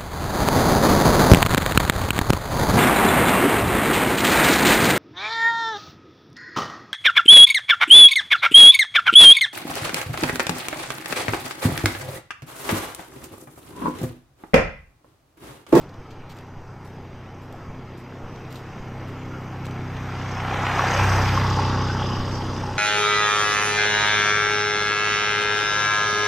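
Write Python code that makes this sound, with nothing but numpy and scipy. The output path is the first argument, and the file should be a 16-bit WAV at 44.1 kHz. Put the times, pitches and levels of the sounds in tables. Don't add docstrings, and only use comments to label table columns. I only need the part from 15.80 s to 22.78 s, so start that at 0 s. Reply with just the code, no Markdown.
import sys
import numpy as np
from scipy import signal
from scipy.fft import rfft, irfft, next_fast_len
from scipy.io import wavfile
from scipy.ndimage import uniform_filter1d, map_coordinates

SR = 44100
rng = np.random.default_rng(int(sys.argv[2]) if len(sys.argv) > 2 else 0)


def store_wav(level_fs):
    pcm = np.round(np.clip(np.atleast_2d(level_fs), -1, 1) * 32767)
    wavfile.write(sys.argv[1], SR, pcm.T.astype(np.int16))


def attenuation_scalar(level_db):
    decades = np.asarray(level_db, float) / 20
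    return 10 ** decades


N = 307818
TIME_S = np.arange(N) / SR

# start_s, firing_hz, throb_db at the camera, throttle_rasp_db
ENGINE = [(0, 31.25, -47, 0), (.55, 31.42, -46, -1), (.92, 31.3, -43, -1), (1.3, 31.33, -43, 1),
          (1.6, 31.5, -44.5, 1.5), (1.95, 31.85, -42.5, 1), (2.4, 32.05, -41.5, 2), (2.85, 31.96, -42.5, 3),
          (3.05, 32.07, -38, 2), (3.65, 32.17, -36.5, 3), (4.1, 32, -33.5, 1), (4.5, 31.91, -32, -1),
          (5.13, 32.14, -28.5, -2), (5.21, 32.18, -20.5, -2.5), (5.58, 31.98, -21.5, -0.5),
          (6.1, 31.78, -26, 0.5), (6.65, 31.69, -30, 0.5), (6.98, 31.7, -32, 0.5)]
# start_s, level_db
NEARNESS = [(0, -48.5), (.8, -49), (1.601, -47), (2.4, -45.5), (3.1, -42.5), (3.55, -42), (4.1, -39.5),
            (4.6, -32), (4.97, -23), (5.27, -22.5), (5.6, -26), (5.95, -29), (6.3, -32.5), (6.98, -36)]
# start_s, share (0-1)
BEHIND = [
    (0, 0.15),
    (5.25, 0),
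    (5.8, 1),
    (6.98, 1),
]

# multiple of the firing rate, level_db
PIPE = [(1, -11.5), (2, -8), (3, 1.5), (4, 1.5), (5, -3.5), (6, -17), (7, -16.5), (8, -10.5), (9, -25.5),
        (10, -16), (11, -21), (12, -17)]
# re_throb_db, share of mouth gain, from_behind_db, wander_db, share of rasp
PIPE_GROUPS = [
    (-2.5, 0.16, .5, 1.2, -0.28),
    (-3, -0.78, -1, 0.8, 0.42),
    (-16.5, -0.21, 0, 3, 1),
    (-12.5, -1.76, -0.5, 2.5, 1.5),
]
# closest_db, growth with nearness, from_behind_db, side_on_db, passes_later_s
PARTS = dict(drone=(-34.5, 0.4763, 3, -1, 0), casing=(-26, 1, 2, 0, 0), cover=(-28, 1, -2, 0.5, -0.05),
         tyre=(-31, 1, -0.5, 1, -0.06), clatter=(-41, 1, 5.5, 1.5, 0.04), hiss=(-58.5, 0.85, 0.5, 6, .1),
         whistle=(-56.5, 0.9, -7.5, 4, 0.43))

# pitch_hz, density_db (per Hz)
DRONE = [(5, -2), (25, 0), (60, -3.5), (150, 0.5), (300, 2), (450, -0.5), (620, -4.5), (800, -12.5)]
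# pitch_hz, width_hz, level_db
FRAME = [(388, 135, -2), (576, 73, -2.5)]
# pitch_hz, width_hz, level_db
CASING_FRONT = [(782, 148, 6), (1110, 190, 2.5)]
# pitch_hz, width_hz, level_db
CASING_TAIL = [(849, 79, 3), (1130, 83, 1)]
# pitch_hz, width_hz, level_db
COVER = [(1286, 170, 3.5), (1728, 460, -3.5)]
# pitch_hz, density_db (per Hz)
TYRE_FRONT = [(1400, -26), (1800, 0), (2200, 2), (2700, -2), (3100, -5), (3600, -10.5), (4300, -14),
              (5000, -37)]
# pitch_hz, density_db (per Hz)
TYRE_TAIL = [(1400, -29), (1900, 5.5), (2350, -0.5), (2800, 2.5), (3050, 3), (3500, 0.5), (4200, -4.5),
             (5000, -3)]
# pitch_hz, width_hz, level_db
VALVES_FRONT = [(4790, 410, 3), (6120, 760, -2), (7530, 730, -14.5)]
# pitch_hz, width_hz, level_db
VALVES_TAIL = [(4915, 270, 5), (6010, 987, -6), (7600, 770, -17.5)]
# pitch_hz, density_db (per Hz)
HISS = [(6500, -12), (8000, 8), (9200, -3), (11000, -1.5), (12000, -9), (13000, -30)]
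# pitch_hz, density_db (per Hz)
WHISTLE = [(11000, -23), (12200, -7), (13300, 0), (14300, -7), (15000, -8), (15700, -20)]
# centre_s, half_length_s, pitch_hz, level_db
GLINTS = [(3.32, 0.29, 2170, -54), (3.552, 0.043, 1350, -42), (3.6, .2, 2900, -58), (4.55, 0.24, 3170, -57),
          (5.85, 0.09, 1920, -47), (0.74, 0.64, 860, -49.5), (5.15, 0.13, 450, -36.5),
          (6.24, 0.058, 3350, -44.5), (6.33, 0.2, 2970, -45.5), (6.5, .1, 7900, -68),
          (6.83, 0.17, 8300, -67), (6.8, .45, 10200, -75), (6.1, 0.12, 1470, -37.5)]

# start_s, peak_db, pitch_hz
STONES = [(1.742, -32, 731), (2.421, -34, 747), (2.798, -40, 641), (4.994, -9, 1125), (5.039, -11, 756),
          (5.117, -16, 845), (5.386, -13.5, 900), (5.197, -12.5, 940), (5.575, -9, 1096), (5.794, -17, 937),
          (5.983, -21, 1110), (6.219, -17.5, 840), (6.835, -21, 882.5)]
# start_s, thud_db, knock_re_thud_db
STEPS = [(0.184, -39, 6), (0.768, -39, 5), (1.329, -51, 9), (1.886, -35.5, 3), (2.429, -37, -8.5),
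         (2.995, -38, -7), (3.578, -57, -4), (4.148, -48, 4), (4.699, -43, -7), (5.3, -66, -7),
         (5.849, -41, -9), (6.386, -29, -15), (6.929, -39, -13)]
# start_s, peak_db, low_part_re_peak_db, length_s
SCUFFS = [(0.0044, -53.5, 7, 0.039), (0.303, -57.5, 15, 0.028), (0.491, -48, 8.5, 0.047),
          (0.557, -54, 6, 0.058), (0.66, -67, 2, 0.04), (1.046, -54, 2, 0.068), (1.134, -62, -4, 0.045),
          (1.6157, -54.5, 1, 0.044), (1.731, -59, 0, 0.04), (2.172, -50.5, -8, 0.043), (2.7, -49, 7, 0.049),
          (2.741, -48, 6.5, 0.059), (3.272, -52, 5, 0.051), (3.844, -47.5, 8.5, 0.043),
          (4.617, -54, 4, 0.037)]
# start_s, peak_db, low_part_re_peak_db, length_s
TICKS = [(0.028, -62, 3, 0.0045), (0.0914, -55, 8, 0.0054), (0.1411, -59, 6, 0.005),
         (0.319, -62, 13, 0.0035), (0.495, -64, 0, 0.005), (0.586, -59, 11, 0.005),
         (1.047, -58, -2, 0.0052), (1.725, -46.5, -5, 0.005), (2.56, -66, 17, 0.0048),
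         (2.693, -59, 7.5, 0.005), (2.7257, -45, -4, 0.0052), (2.77, -51, 0, 0.004),
         (3.8514, -47, 1, 0.005), (3.909, -52, 5, 0.0057), (4.167, -58, 12, 0.0046),
         (4.5113, -56, 18, 0.0046)]
# pitch_hz, density_db (per Hz)
AIR = [(5, 15), (20, 3), (60, -5), (150, 5), (300, -55)]

# pitch_hz, side_re_mid_db
WIDTH = [(2950, -90), (3150, -3.5), (4700, -6), (5800, 2), (8300, -17), (9200, 10), (11200, 0.5),
         (14500, -12)]
# pitch_hz, threshold (sigmas)
STEADINESS = [(2900, -1), (4500, 6), (5300, -1.5), (6700, -1.5), (8000, -.5), (10000, -1), (12300, 1.5),
              (14000, -4)]

# pitch_hz, density_db (per Hz)
CRACK = [(400, -30), (700, 12.0), (1500, 14.0), (3000, -12.0), (4500, -34)]
GRIT_DULL = [(1700, -30), (2300, -2), (3100, 2), (4800, -3), (7500, -10), (9000, -30)]
GRIT_BRIGHT = [(7000, 1), (8500, -5.5), (11000, -8.5), (13300, -3), (15500, -9), (16500, -30)]

CLOSEST_DB, ABREAST_S, ABREAST_WIDE_S = -23.5, 5.31, 0.28
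MOUTH_S, MOUTH_OPEN_S, MOUTH_FADE_S, MOUTH_DB = 5.16, 0.012, 0.48, 6.5
SHADE_S, SHADE_WIDE_S, SHADE_DB = 5.98, 0.27, 11


def unit(x):
    return x / np.sqrt(np.mean(x ** 2) + 1e-20)


def along(points, hz):
    f, v = np.transpose(points)
    return np.interp(np.log(hz + 1), np.log(f + 1), v, left=-120, right=-120)


def curves(rows):
    s, *cols = np.transpose(rows)
    return [np.interp(TIME_S, s, c) for c in cols]


def wobble(rate):
    knots = rng.standard_normal(int(N * rate / SR) + 4)
    return map_coordinates(knots, [np.arange(N) * rate / SR])


def bump(at_s, wide_s):
    return np.exp(-((TIME_S - at_s) / wide_s) ** 2)


def filtered(x, response):
    m = next_fast_len(N + SR // 2)
    return irfft(rfft(x, m) * response(np.fft.rfftfreq(m, 1 / SR)), m)[..., :N]


def shape(points):
    return lambda f: attenuation_scalar(along(points, f))


def modes(rows):
    def response(f):
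        total = 0
        for k, (centre, width, db) in enumerate(rows):
            resonator = 1j * f * width / (centre * centre - f * f + 1j * f * width)
            total = total + (-1) ** k * attenuation_scalar(db) * resonator
        return total
    return response


def rush(gate, response, patchy_db):
    z = signal.stft(rng.standard_normal(N), nperseg=512)[2]
    field = uniform_filter1d(rng.standard_normal(z.shape), 3, 0)
    field = uniform_filter1d(field, 14, 1)
    noise = signal.istft(z * attenuation_scalar(patchy_db * unit(field)), nperseg=512)[1][:N]
    return unit(filtered(gate * noise, response))


def beat(crank, count, depth_db, at, scatter_db):
    cycle = (crank * count - at + 2.5).astype(int)
    strength = 2 * np.tanh(rng.standard_normal(int(crank[-1] * count) + 9) / 2)[cycle]
    swell = np.cos(np.pi * (crank * count - at)) ** 4
    clarity = np.clip((curves(NEARNESS)[0] + 58) / 26, 0.25, 1.15)
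    return attenuation_scalar(clarity * swell * (depth_db + scatter_db * strength))


def level(part):
    top_db, growth, tail_db, side_db, later_s = PARTS[part]
    near_db = np.interp(TIME_S - later_s, *np.transpose(NEARNESS))
    distance_db = top_db + growth * (near_db - CLOSEST_DB)
    facing_db = tail_db * curves(BEHIND)[0] + side_db * bump(ABREAST_S, ABREAST_WIDE_S)
    return distance_db + facing_db + 0.8 * wobble(5)


def turning(front, tail):
    angle = np.pi / 2 * np.clip(curves(BEHIND)[0], 0, 1)
    return np.cos(angle) * front + np.sin(angle) * tail


def exhaust(crank):
    _, throb_db, rasp_db = curves(ENGINE)
    since = TIME_S - MOUTH_S
    opening = 0.5 + 0.5 * np.tanh(since / MOUTH_OPEN_S)
    mouth_db = MOUTH_DB * opening * np.exp(-(np.maximum(since, 0) / MOUTH_FADE_S) ** 2)
    far = np.clip((-30 - throb_db) / 12, 0.25, 1)
    leaders_db = []
    for db, mouth_share, tail_db, wander_db, rasp_share in PIPE_GROUPS:
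        leader_db = throb_db + db + mouth_share * mouth_db + tail_db * curves(BEHIND)[0]
        leaders_db.append(leader_db + wander_db * far * wobble(4) + rasp_share * rasp_db)
    pipe_db = dict(PIPE)
    out = np.zeros(N)
    for k, db in PIPE:
        group = int(np.searchsorted([3.5, 5.5, 7.5], k))
        leading_multiple = (3, 4, 6, 8)[group]
        level_db = leaders_db[group] + db - pipe_db[leading_multiple]
        lead = 0.45 * (k - 3) - 2.35 * (k > 3.5) + 1.4 * max(k - 4.8, 0)
        unsteady_db = min(0.3 + 0.4 * abs(k - 3.5), 2.5) * wobble(6)
        drift = 0.004 * k * k * wobble(14) + 0.02 * k * wobble(9)
        out += np.sqrt(2) * attenuation_scalar(level_db + unsteady_db) * np.cos(2 * np.pi * k * crank + lead + drift)
    return out


def roar(crank):
    drone_db, casing_db, cover_db, tyre_db = [level(part) for part in ("drone", "casing", "cover", "tyre")]
    low_gate = beat(crank, count=2, depth_db=2.5, at=0.38, scatter_db=1.5)
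    mid_gate = beat(crank, count=2, depth_db=3.4, at=0.44, scatter_db=1.9)
    top_gate = beat(crank, count=2, depth_db=2.4, at=0.45, scatter_db=2.8)

    drone = rush(low_gate, shape(DRONE), patchy_db=0.5)
    frame_gain = np.clip(attenuation_scalar(1.56 * (casing_db + 26)), 0, 1.6)
    drone += frame_gain * rush(low_gate, modes(FRAME), patchy_db=-4.0)
    casing_front = rush(mid_gate, modes(CASING_FRONT), patchy_db=0.5)
    casing_tail = rush(mid_gate, modes(CASING_TAIL), patchy_db=1.5)
    cover = rush(mid_gate, modes(COVER), patchy_db=1.5)
    tyre_front = rush(top_gate, shape(TYRE_FRONT), patchy_db=1.6)
    tyre_tail = rush(top_gate, shape(TYRE_TAIL), patchy_db=2.2)

    out = attenuation_scalar(drone_db + 1.0 + 0.74 * curves(ENGINE)[2]) * drone
    out += attenuation_scalar(casing_db - 0.45) * turning(casing_front, casing_tail)
    out += attenuation_scalar(cover_db - 1.0) * cover
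    return out + attenuation_scalar(tyre_db - 1.46) * turning(tyre_front, tyre_tail)


def gear(crank):
    clatter_db, hiss_db, whistle_db = [level(part) for part in ("clatter", "hiss", "whistle")]

    def steep(rows):
        return lambda f: modes(rows)(f) * (f / 4600) ** 6 / (1 + (f / 4600) ** 6)

    tap = beat(crank, count=1, depth_db=3.8, at=0.5, scatter_db=1.8)
    front = rush(tap, steep(VALVES_FRONT), patchy_db=2.4)
    tail = rush(tap, steep(VALVES_TAIL), patchy_db=2.2)
    shake = beat(crank, count=2, depth_db=1.5, at=0.4, scatter_db=1.2)
    hiss = rush(shake, shape(HISS), patchy_db=1.8)
    whistle = rush(shake, shape(WHISTLE), patchy_db=1.2)
    shade = attenuation_scalar(-SHADE_DB * bump(SHADE_S, SHADE_WIDE_S))
    air = attenuation_scalar(hiss_db - 1.0) * hiss + attenuation_scalar(whistle_db) * whistle
    return attenuation_scalar(clatter_db - 0.87) * turning(front, tail) + shade * air


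def glints(crank):
    shake = beat(crank, count=1, depth_db=7, at=0.17, scatter_db=2)
    out = np.zeros(N)
    for s, half_s, hz, db in GLINTS:
        panel = modes([(hz, 320, 0)])
        out += attenuation_scalar(db) * bump(s, half_s) * rush(shake, lambda f: panel(f) ** 2, patchy_db=2)
    return out


def stones():
    out, t = np.zeros(N + SR), np.arange(SR // 40) / SR
    crack = filtered(rng.standard_normal(N), shape(CRACK))
    onset = np.tanh((t / 0.00081) ** 2)
    for s, db, hz in STONES:
        start = round(s * SR)
        ring = attenuation_scalar(0.5 - 60 * t / 0.028) * np.sin(2 * np.pi * hz * t)
        snap = attenuation_scalar(-15 - 60 * t / 0.052) * unit(crack[start:][:len(t)])
        out[start:][:len(t)] += attenuation_scalar(db) * onset * (ring + snap)
    return out[:N]


def steps():
    out, t = np.zeros(N + SR), np.arange(SR // 5) / SR
    thud = np.sin(2 * np.pi * 16 * t) * np.tanh(t / 0.0047) * np.exp(-t / 0.034)
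    knock = -np.sin(2 * np.pi * 130 * t) * np.tanh(t / 0.00072) * np.exp(-t / 0.016)
    for s, db, knock_db in STEPS:
        out[round(s * SR):][:len(t)] += attenuation_scalar(db + 6.5) * (thud + attenuation_scalar(knock_db - 4) * knock)
    return out[:N]


def scuffs():
    low, high, t = np.zeros(N + SR), np.zeros(N + SR), np.arange(SR // 5) / SR
    for s, db, low_db, length in SCUFFS + TICKS:
        if length < 0.012:
            db, low_db = db + 3, low_db + 6
        fade = (1 - np.exp(-t / (0.068 * length))) * np.exp(-(t / length) ** 2)
        start = round(s * SR)
        low[start:][:len(t)] += attenuation_scalar(db + low_db - 11) * fade
        high[start:][:len(t)] += attenuation_scalar(db - 12.0) * fade
    grit = attenuation_scalar(3 * wobble(400))
    dull = rush(grit, shape(GRIT_DULL), patchy_db=1.2)
    bright = rush(grit, shape(GRIT_BRIGHT), patchy_db=-3.5)
    return low[:N] * dull + high[:N] * bright


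def breeze():
    return attenuation_scalar(-48.0) * rush(attenuation_scalar(3.2 * wobble(5.2)), shape(AIR), patchy_db=-1.0)


def scene():
    crank = np.cumsum(curves(ENGINE)[0]) / SR
    bike = exhaust(crank) + roar(crank) + gear(crank) + glints(crank) + stones()
    mono = bike + steps() + scuffs() + breeze()
    return np.array([mono, mono])


def low_pass(x):
    return signal.sosfilt(signal.butter(12, 15730, fs=SR, output="sos"), x)


def record(dry):
    hz, _, z = signal.stft(dry[0], SR, nperseg=2048)
    envelope = np.sqrt(np.abs(uniform_filter1d(np.abs(z) ** 2, 17, 0)))
    noise = signal.stft(rng.standard_normal(N), SR, nperseg=2048)[2]
    band = np.arange(len(hz)) // 32
    luck = unit(uniform_filter1d(rng.standard_normal((33, z.shape[1])), 3, 1))[band]
    alive = luck < along(STEADINESS, (band + 0.5) * 32 * hz[1])[:, None]
    spread = noise / np.std(noise) * envelope * alive * attenuation_scalar(along(WIDTH, hz))[:, None]
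    side = signal.istft(spread, SR, nperseg=2048)[1][:N]
    rim = filtered(dry, lambda f: f > 15100)
    dry = dry - rim * np.clip(2 * wobble(12) - 0.6, 0, 1)
    ending = np.clip(TIME_S[::-1] / 0.0008, 0, 1)
    mix = filtered(ending * (dry + [side, -side]), lambda f: f < 15725)
    return low_pass(mix)


dry = scene()
out = record(dry)
store_wav(out)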